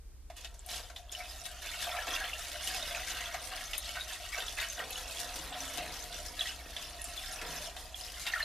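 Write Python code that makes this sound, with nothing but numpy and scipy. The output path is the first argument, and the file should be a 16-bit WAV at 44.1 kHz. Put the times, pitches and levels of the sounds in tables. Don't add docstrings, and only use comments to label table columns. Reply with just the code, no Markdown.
import sys
import numpy as np
from scipy import signal
from scipy.fft import rfft, irfft, next_fast_len
from scipy.io import wavfile
from scipy.ndimage import map_coordinates

SR = 44100
rng = np.random.default_rng(int(sys.argv[2]) if len(sys.argv) > 2 else 0)


def generate_wav(sig):
    pcm = np.round(np.clip(np.atleast_2d(sig).T, -1, 1) * 32767).astype(np.int16)
    wavfile.write(sys.argv[1], SR, pcm)


N = 372204

# start_s, pitch_hz, strength_db
LOUD_BUBBLES = [(0.9615, 3400, -32), (1.095, 3380, -34), (1.124, 6700, -26.5), (1.15, 2920, -25),
                (1.204, 2210, -28.5), (1.876, 677, -25.5), (1.971, 755, -23.5), (1.988, 1690, -23.5),
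                (2.138, 3240, -23.5), (2.152, 3530, -22.5), (2.162, 2700, -21.5), (2.204, 1636, -30),
                (2.242, 3060, -25.5), (2.332, 2706, -23.5), (2.671, 2850, -26), (2.825, 3650, -23.5),
                (2.948, 2550, -23.5), (3.173, 2670, -28), (3.258, 3360, -24.5), (3.347, 720, -28.5),
                (3.35, 1320, -33), (3.535, 2860, -27.5), (3.571, 2220, -33), (3.733, 2835, -22.5),
                (3.969, 1476, -24), (4.009, 3720, -25.5), (4.329, 2210, -27.5), (4.345, 2230, -25.5),
                (4.408, 3080, -31), (4.422, 3500, -27), (4.482, 3330, -23), (4.587, 1950, -23),
                (4.601, 3620, -23), (4.614, 2550, -28), (4.645, 2950, -27), (4.7, 6230, -23.5),
                (4.957, 2900, -26), (5.605, 5960, -24.5), (6.127, 3500, -27.5), (6.393, 3820, -20),
                (6.409, 3340, -14.5), (6.457, 1890, -26), (6.471, 3220, -26), (6.765, 3380, -23.5),
                (7.177, 3420, -25.5), (7.944, 3270, -27), (8.337, 1830, -14.5), (8.36, 1386, -20.5),
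                (8.404, 1750, -20), (8.428, 4100, -20)]
# start_s, level_db (before the mix), pitch_hz
WALL_SLAPS = [(0.3, -39, 880), (0.367, -45, 7140), (0.446, -41.5, 3060), (0.542, -48, 5850),
              (0.663, -41, 9500), (0.688, -39.5, 3920), (0.899, -43.5, 1410), (0.961, -41.5, 3600),
              (1.118, -38, 8900), (2.070, -30.5, 1230), (2.947, -39, 2100), (3.343, -32, 1330),
              (3.733, -34.5, 2600), (3.780, -26.5, 9900), (3.955, -37, 1900), (4.377, -34, 1110),
              (4.586, -38.5, 2880), (4.795, -36, 1230), (5.781, -36.5, 3050), (6.126, -42, 3620),
              (6.764, -37.5, 2960), (7.042, -34, 7950), (7.415, -36, 1690), (7.765, -40, 3400),
              (8.266, -34.5, 2660)]
# start_s, length_s, level_db (at their own pitch), pitch_hz
GURGLES = [(1.835, 0.21, -55, 905), (2.726, 0.75, -60.5, 460), (4.762, 0.04, -53, 570),
           (5.218, 0.55, -54.5, 420), (5.76, 0.23, -57, 237), (6.437, 0.47, -62, 240),
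           (7.36, 0.17, -54, 388)]
# centre_hz, width_hz, relative_db
THROAT_MODES = [(623.3, 18, -0.5), (692.6, 36, -0.5), (717.3, 13.5, 1.5)]
# centre_hz, width_hz, relative_db
PIPE_MODES = [(159, 30, 1), (277, 34, 1), (331, 48, -2.5), (446, 66, 1.5), (503, 42, 6), (851, 22, 4),
              (946, 29, 7.5), (1206, 41, -2)]
# frequency_hz, side_db (relative)
STEREO_WIDTH = [(100, -11.5), (300, -2), (600, -13.5), (1200, -7), (2600, -9), (4500, 2.5), (8000, 7.5),
                (14000, 6.5)]

GURGLE_ATTACK_S = 0.012


def amp(db):
    return 10 ** (np.asarray(db) / 20)


def unit(x):
    return x / np.sqrt(np.mean(x ** 2) + 1e-20)


def along(points, hz):
    f, v = np.transpose(points)
    return np.interp(np.log(hz + 1), np.log(f + 1), v)


def wobble(rate):
    knots = rng.standard_normal(int(N * rate / SR) + 4)
    return map_coordinates(knots, [np.arange(N) * rate / SR])


def filtered(x, response):
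    size = next_fast_len(N + SR // 2, True)
    hz = np.fft.rfftfreq(size, 1 / SR)
    return irfft(rfft(x, size) * response(hz), size)[..., :N]


def coloured(x, spectrum, size=1024):
    gain = amp(along(spectrum, np.fft.rfftfreq(size, 1 / SR)))
    cepstrum = irfft(np.log(gain))
    cepstrum[1:size // 2] *= 2
    cepstrum[size // 2 + 1:] = 0
    kernel = irfft(np.exp(rfft(cepstrum)))
    return signal.oaconvolve(x, kernel / np.linalg.norm(kernel))[:N]


def ringing(x, modes):
    t = np.arange(SR // 5) / SR
    kernel = np.zeros(len(t))
    for hz, width, db in modes:
        decay = 2 * np.pi * width / SR * np.exp(-np.pi * width * t)
        kernel += amp(db) * decay * np.cos(2 * np.pi * hz * t)
    return signal.oaconvolve(x, kernel)[:N]


def bubble_train(times, hz, sizes, cycles, rise, swell, size):
    t = np.arange(size) / SR
    turns = hz[:, None] * t
    age = turns / cycles
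    envelope = np.exp(-age) * (1 - np.exp(-turns / swell))
    tone = np.sin(2 * np.pi * turns * (1 + rise * np.tanh(age / 2)))
    waves = sizes[:, None] * envelope * tone
    index = (times[:, None] * SR).astype(int) + np.arange(size)
    return np.bincount(index.ravel(), waves.ravel(), N)[:N]


def crackle(rate, spread_db, hiss):
    when, rarity, sign = rng.random((int(rate * N / SR), 3)).T
    excess = np.minimum(-np.log(rarity), 2 * np.e)
    sizes = amp(spread_db * excess) * np.sign(sign - .5)
    impacts = unit(np.bincount((when * N).astype(int), sizes, N))
    return unit(impacts + hiss * rng.standard_normal(N))


def cloud(rate, low_hz, high_hz, cycles, spread_db, clump_db=0.0, count=6):
    when, place, rarity = rng.random((int(rate * N / SR), 3)).T
    times = when * N / SR
    hz = low_hz * (high_hz / low_hz) ** place
    knots = rng.standard_normal((count, int(20 * N / SR) + 2))
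    clumps = map_coordinates(knots, [place * (count - 1), 20 * times], order=1)
    sizes = unit(amp(clump_db * clumps - spread_db * np.log(rarity)))
    sizes = np.tanh(sizes / np.pi)
    return unit(bubble_train(times, hz, sizes, cycles, rise=0.028, swell=0.18, size=500))


def splashes(rate, life, depth):
    kicks = (rng.random(N) < rate / SR) * rng.random(N)
    return unit(1 + depth * signal.lfilter([1], [1, -np.exp(-1 / (life * SR))], kicks))


def puff(hz, q, t60, t):
    band = signal.lfilter(*signal.iirpeak(hz, q, SR), rng.standard_normal(len(t)))
    return unit(band) * amp(-60 * t / t60)


def excited_db(hz, own_hz):
    return -4.5 * np.log2(hz / own_hz) ** 2


def following(lumps, attack, release, even_db, growth, flutter_db, typical_hz):
    # time_s, flow_db
    pour = [(0.59, -71), (0.74, -48), (0.93, -64.5), (1.08, -66.5), (1.14, -52.5), (1.5, -55.5),
            (1.85, -48.5), (2.41, -48), (2.6, -44.5), (3.2, -46), (3.3, -50.5), (4.17, -50), (4.72, -50),
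            (4.95, -48), (5.81, -47.5), (6.08, -52), (6.59, -54.5), (7.42, -49.5), (7.66, -48), (7.73, -56),
            (7.9, -55.5), (8.44, -47)]
    even_flow_db, first_liquid_s = -50, 0.3
    flutters_per_s, step_s = 17, 0.002
    t = np.arange(0, N / SR, step_s)
    flow_db = np.interp(t, *np.transpose(pour)) - even_flow_db
    flutter = map_coordinates(rng.standard_normal(len(t)), [t * flutters_per_s])
    power = amp(even_db + growth * flow_db + flutter_db * flutter) ** 2 * (t > first_liquid_s)
    for s, length, db, own_hz in lumps:
        rising = np.clip((t - s) / attack, 0, 1)
        dying = np.exp(-np.maximum(t - s - length, 0) / release)
        power += (amp(db + excited_db(typical_hz, own_hz)) * rising * dying) ** 2
    return np.interp(np.arange(N) / SR, t, np.sqrt(power))


def in_funnel(**law):
    # start_s, length_s, level_db (at their own pitch), bubble_pitch_hz
    bucket_gushes = [(0.358, 0.1, -53.5, 3670), (0.688, 0.081, -48, 4970), (0.728, 0.05, -48, 1180),
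                     (1.112, 0.016, -51, 5460), (1.187, 0.023, -44.5, 1120), (1.443, 0.016, -46.5, 3860),
                     (1.616, 0.27, -44.5, 2820), (1.786, 0.058, -44.5, 4060), (1.847, 0.14, -40.5, 1400),
                     (2.074, 0.2, -39.5, 1950), (2.662, 0.12, -46, 5460), (2.737, 0.25, -47.5, 1270),
                     (3.1, 0.17, -44, 2420), (3.334, 0.014, -48, 1300), (3.507, 0.089, -42.5, 2010),
                     (3.733, 0.017, -43, 3600), (3.815, 0.094, -48, 4140), (3.943, 0.035, -43, 1920),
                     (4.079, 0.059, -49.5, 2900), (4.316, 0.042, -38, 2070), (4.374, 0.035, -39.5, 2210),
                     (4.46, 0.027, -45, 4670), (4.571, 0.056, -37.5, 2700), (4.774, 0.03, -43.5, 1540),
                     (4.907, 0.022, -47.5, 7000), (5.516, 0.088, -44, 1250), (5.767, 0.091, -46.5, 990),
                     (6.129, 0.055, -49, 5130), (6.366, 0.13, -42, 3430), (6.726, 0.1, -48, 3200),
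                     (7.184, 0.099, -46.5, 3900), (7.42, 0.16, -49, 1400), (7.62, 0.033, -54, 4200),
                     (7.95, 0.15, -52.5, 6200), (8.25, 0.037, -40, 2300), (8.326, 0.09, -39.5, 1790)]
    return following(bucket_gushes, attack=0.0083, release=0.041, **law)


def in_pipe(**law):
    return following(GURGLES, GURGLE_ATTACK_S, release=0.36, **law)


def stream():
    # frequency_hz, relative_db
    large_tone = [(300, -47.5), (600, -4), (900, -10.5), (1300, -4), (2100, 3), (2700, -1.5), (4500, -1)]
    # frequency_hz, relative_db
    small_tone = [(1000, -42.5), (2000, -29.5), (2600, -4.5), (3600, -3.5), (4500, -6), (6000, -17),
                  (9000, -13)]
    # frequency_hz, relative_db
    spray_tone = [(1500, -11), (4000, -1.5), (6600, -3), (7800, -6.5), (10000, -5.5), (12000, -8),
                  (14500, -12.5)]
    large_gain = in_funnel(even_db=-52, growth=1, flutter_db=1.5, typical_hz=1603)
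    small_gain = in_funnel(even_db=-49, growth=1, flutter_db=1.1, typical_hz=3400)
    spray_gain = in_funnel(even_db=-52, growth=0.9, flutter_db=2.67, typical_hz=7995)

    large = cloud(520, 857, 2647, cycles=6, spread_db=3, clump_db=1)
    large += 0.5 * crackle(700, spread_db=3, hiss=0.4)
    small = cloud(600, 2362, 5650, cycles=8, spread_db=3, clump_db=2.1)
    small += 0.5 * crackle(900, spread_db=4.5, hiss=0.4)
    droplets = crackle(1200, spread_db=3, hiss=1) * splashes(14, life=.007, depth=2.2)
    spray = cloud(350, 4897, 13220, cycles=18, spread_db=2.5, clump_db=6.5) + 2 * droplets

    mix = amp(-2) * large_gain * unit(coloured(large, large_tone))
    mix += amp(-0.64) * small_gain * unit(coloured(small, small_tone))
    mix += amp(5) * spray_gain * unit(coloured(spray, spray_tone))
    return splashes(50, life=.007, depth=.6) * mix


def breaks(length, depth_db):
    t = np.arange(N) / SR
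    landings = np.sort([row[0] for row in WALL_SLAPS + LOUD_BUBBLES] + [np.inf])
    wait = landings[np.searchsorted(landings, t)] - t
    return amp(-depth_db * np.exp(-wait / length))


def slaps():
    # frequency_hz, relative_db
    burst_tone = [(250, -68), (700, -1), (1300, -12), (2000, -4), (3600, -9), (6000, -12.5), (14000, -25)]
    plop_hz, burst_hz, snap_hz, tick_hz = 650, 2140, 3400, 9200
    snap, burst, tick, push = np.zeros((4, N + SR))
    t = np.arange(SR // 5) / SR
    for s, db, own_hz in WALL_SLAPS:
        span = slice(round(s * SR), round(s * SR) + len(t))
        snap[span] += amp(db + excited_db(snap_hz, own_hz)) * puff(own_hz, q=3.9, t60=0.085, t=t)
        burst_db = db + excited_db(burst_hz, own_hz) - 60 * t / 0.07
        burst[span] += amp(burst_db) * rng.standard_normal(len(t))
        tick_db = db + excited_db(tick_hz, own_hz) - 60 * t / 0.018
        tick[span] += amp(tick_db) * rng.standard_normal(len(t))
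        push[span.start] += amp(db + excited_db(plop_hz, own_hz))
    pocket = ringing(push[:N], [(663, 40, 0)])
    plop = ringing(pocket, THROAT_MODES)
    plop *= push.max() / abs(plop).max()
    ticks = coloured(tick[:N], [(3000, -19), (7500, -6), (10500, 8), (14500, -3)])
    return snap[:N] + coloured(burst[:N], burst_tone) + ticks, plop


def loud_bubbles():
    times, hz, db = np.transpose(LOUD_BUBBLES)
    cycles = 7 * (hz[:, None] / 2500) ** 0.45
    return bubble_train(times, hz, amp(db), cycles, rise=0.02, swell=2.6, size=1500)


def pops():
    # start_s, pitch_hz, strength_db
    surface_pops = [(0.593, 7400, -29.5), (0.663, 9000, -29), (3.735, 5150, -32), (3.746, 4740, -30),
                    (3.7809, 10200, -18.5), (4.687, 6300, -27), (4.907, 11200, -20), (5.274, 6130, -32),
                    (7.018, 10100, -18.5), (7.043, 9150, -23)]
    times, hz, db = np.transpose(surface_pops)
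    return bubble_train(times, hz, amp(db), cycles=4, rise=0.03, swell=1.5, size=300)


def hollow():
    neck = unit(ringing(cloud(170, 599, 797, cycles=6.5, spread_db=1.5), THROAT_MODES))
    drift, drifts_per_s = 0.01394, 5
    reading = np.arange(N) + drift * SR / drifts_per_s * wobble(drifts_per_s)
    neck = map_coordinates(neck, [reading], order=1)

    deep_gain = in_pipe(even_db=-76.5, growth=1, flutter_db=3, typical_hz=233)
    shallow_gain = in_pipe(even_db=-72, growth=0, flutter_db=5.5, typical_hz=534)
    deep = crackle(400, spread_db=4.5, hiss=0.17)
    deep = coloured(deep, [(80, -12.5), (150, -1.5), (330, -3), (450, -12.5)])
    shallow = crackle(400, spread_db=5.5, hiss=1)
    shallow = coloured(shallow, [(330, -21.5), (450, -5.5), (1100, -2), (1800, -19.5)])
    pipe = deep_gain * unit(ringing(deep, PIPE_MODES))
    pipe += amp(-1.5) * shallow_gain * unit(ringing(shallow, PIPE_MODES))

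    choke_db = -46.5
    neck_gain = in_funnel(even_db=-54.5, growth=0.58, flutter_db=1.6, typical_hz=708)
    neck_gain = neck_gain / np.hypot(1, shallow_gain / amp(choke_db))
    return neck_gain * neck + down_the_pipe(pipe + churn() + gulps())


def churn():
    gain = following(GURGLES, GURGLE_ATTACK_S, release=0.076,
                     even_db=-68, growth=0.5, flutter_db=5.5, typical_hz=424)
    return amp(-0.5) * gain * cloud(260, 945, 2033, cycles=7.3, spread_db=2.5)


def gulps():
    # start_s, level_db (before the pipe's ring), pitch_hz
    slugs = [(2.072, -46, 330), (4.38, -48.5, 490), (4.788, -45.5, 526), (5.783, -43, 217),
             (7.415, -46.5, 394)]
    out, t = np.zeros(N + SR), np.arange(SR // 2) / SR
    for s, db, hz in slugs:
        out[round(s * SR):][:len(t)] += amp(db) * puff(hz, q=2.1, t60=0.21, t=t)
    return ringing(out[:N], PIPE_MODES)


def down_the_pipe(x):
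    round_trip_s, back = 0.03714, 0.65
    level = np.sqrt(1 - back ** 2)
    return filtered(x, lambda hz: level / (1 - back * np.exp(-2j * np.pi * hz * round_trip_s)))


def echoes(x, count):
    # frequency_hz, t60_s
    wall_decay = [(300, 0.27), (2500, 0.13), (12000, 0.071)]
    hz, t, z = signal.stft(rng.standard_normal((count + 1, SR // 4)), SR, nperseg=128)
    fading = amp(-60 * t / along(wall_decay, hz)[:, None]) * (1 - np.exp(-t / 0.00058))
    tails = signal.istft(z * fading, SR, nperseg=128)[1]
    hop = N // count + 1
    padded, out = np.pad(x, (hop, 2 * hop)), np.zeros(N + 3 * hop + SR)
    for k, tail in enumerate(tails):
        piece = padded[k * hop:(k + 2) * hop] * np.sqrt(np.hanning(2 * hop))
        scatter = signal.fftconvolve(piece, tail / np.linalg.norm(tail))
        out[k * hop:][:len(scatter)] += scatter
    return out[hop:hop + N]


def background():
    # frequency_hz, relative_db
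    rumble_tone = [(15, -41), (28, 4), (64, -3.5), (80, -8), (110, -18), (200, -26.5), (380, -25.5),
                   (600, -34), (14000, -45.5)]

    def response(hz):
        width = np.array([np.ones(len(hz)), amp(along(STEREO_WIDTH, hz))])
        return amp(along(rumble_tone, hz)) * width

    rumble = filtered(rng.standard_normal((2, N)), response)
    rumble = amp(-53.5) * rumble / np.std(rumble[0])
    hum = np.sin(2 * np.pi * 60 * np.arange(N) / SR + 0.85 * wobble(6)) * amp(1.8 * wobble(8.1))
    return rumble + amp(-54.5) * hum * np.array([[1], [.12]])


def scene():
    # centre_hz, width_hz, relative_db
    bowl_modes = [(1356, 45, -0.5), (1587, 74, -2.5), (1700, 23, -0.5), (1875, 32, 2.5), (2206, 66, -6),
                  (2935, 40, -16.5), (3510, 110, -6.5)]
    slap, plop = slaps()
    flow = breaks(length=0.062, depth_db=1)
    splash = flow * stream() + slap
    splash = amp(-3.5) * (splash + ringing(splash, bowl_modes))
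    splash = splash + loud_bubbles() + pops()
    air = flow * hollow() + plop
    mid = splash + amp(-4.5) * echoes(splash, count=80) + air
    left_and_right = 1.53 * splash * wobble(250)
    scattered = echoes(splash + air, count=80) + left_and_right
    side = filtered(scattered, lambda hz: amp(along(STEREO_WIDTH, hz) - 13))
    mid, side = np.array([mid, side]) + background()
    return np.array([mid + side, mid - side])


def record(dry):
    return filtered(dry, lambda hz: 1 / np.sqrt(1 + (hz / 14200) ** 200))


dry = scene()
out = record(dry)
generate_wav(out)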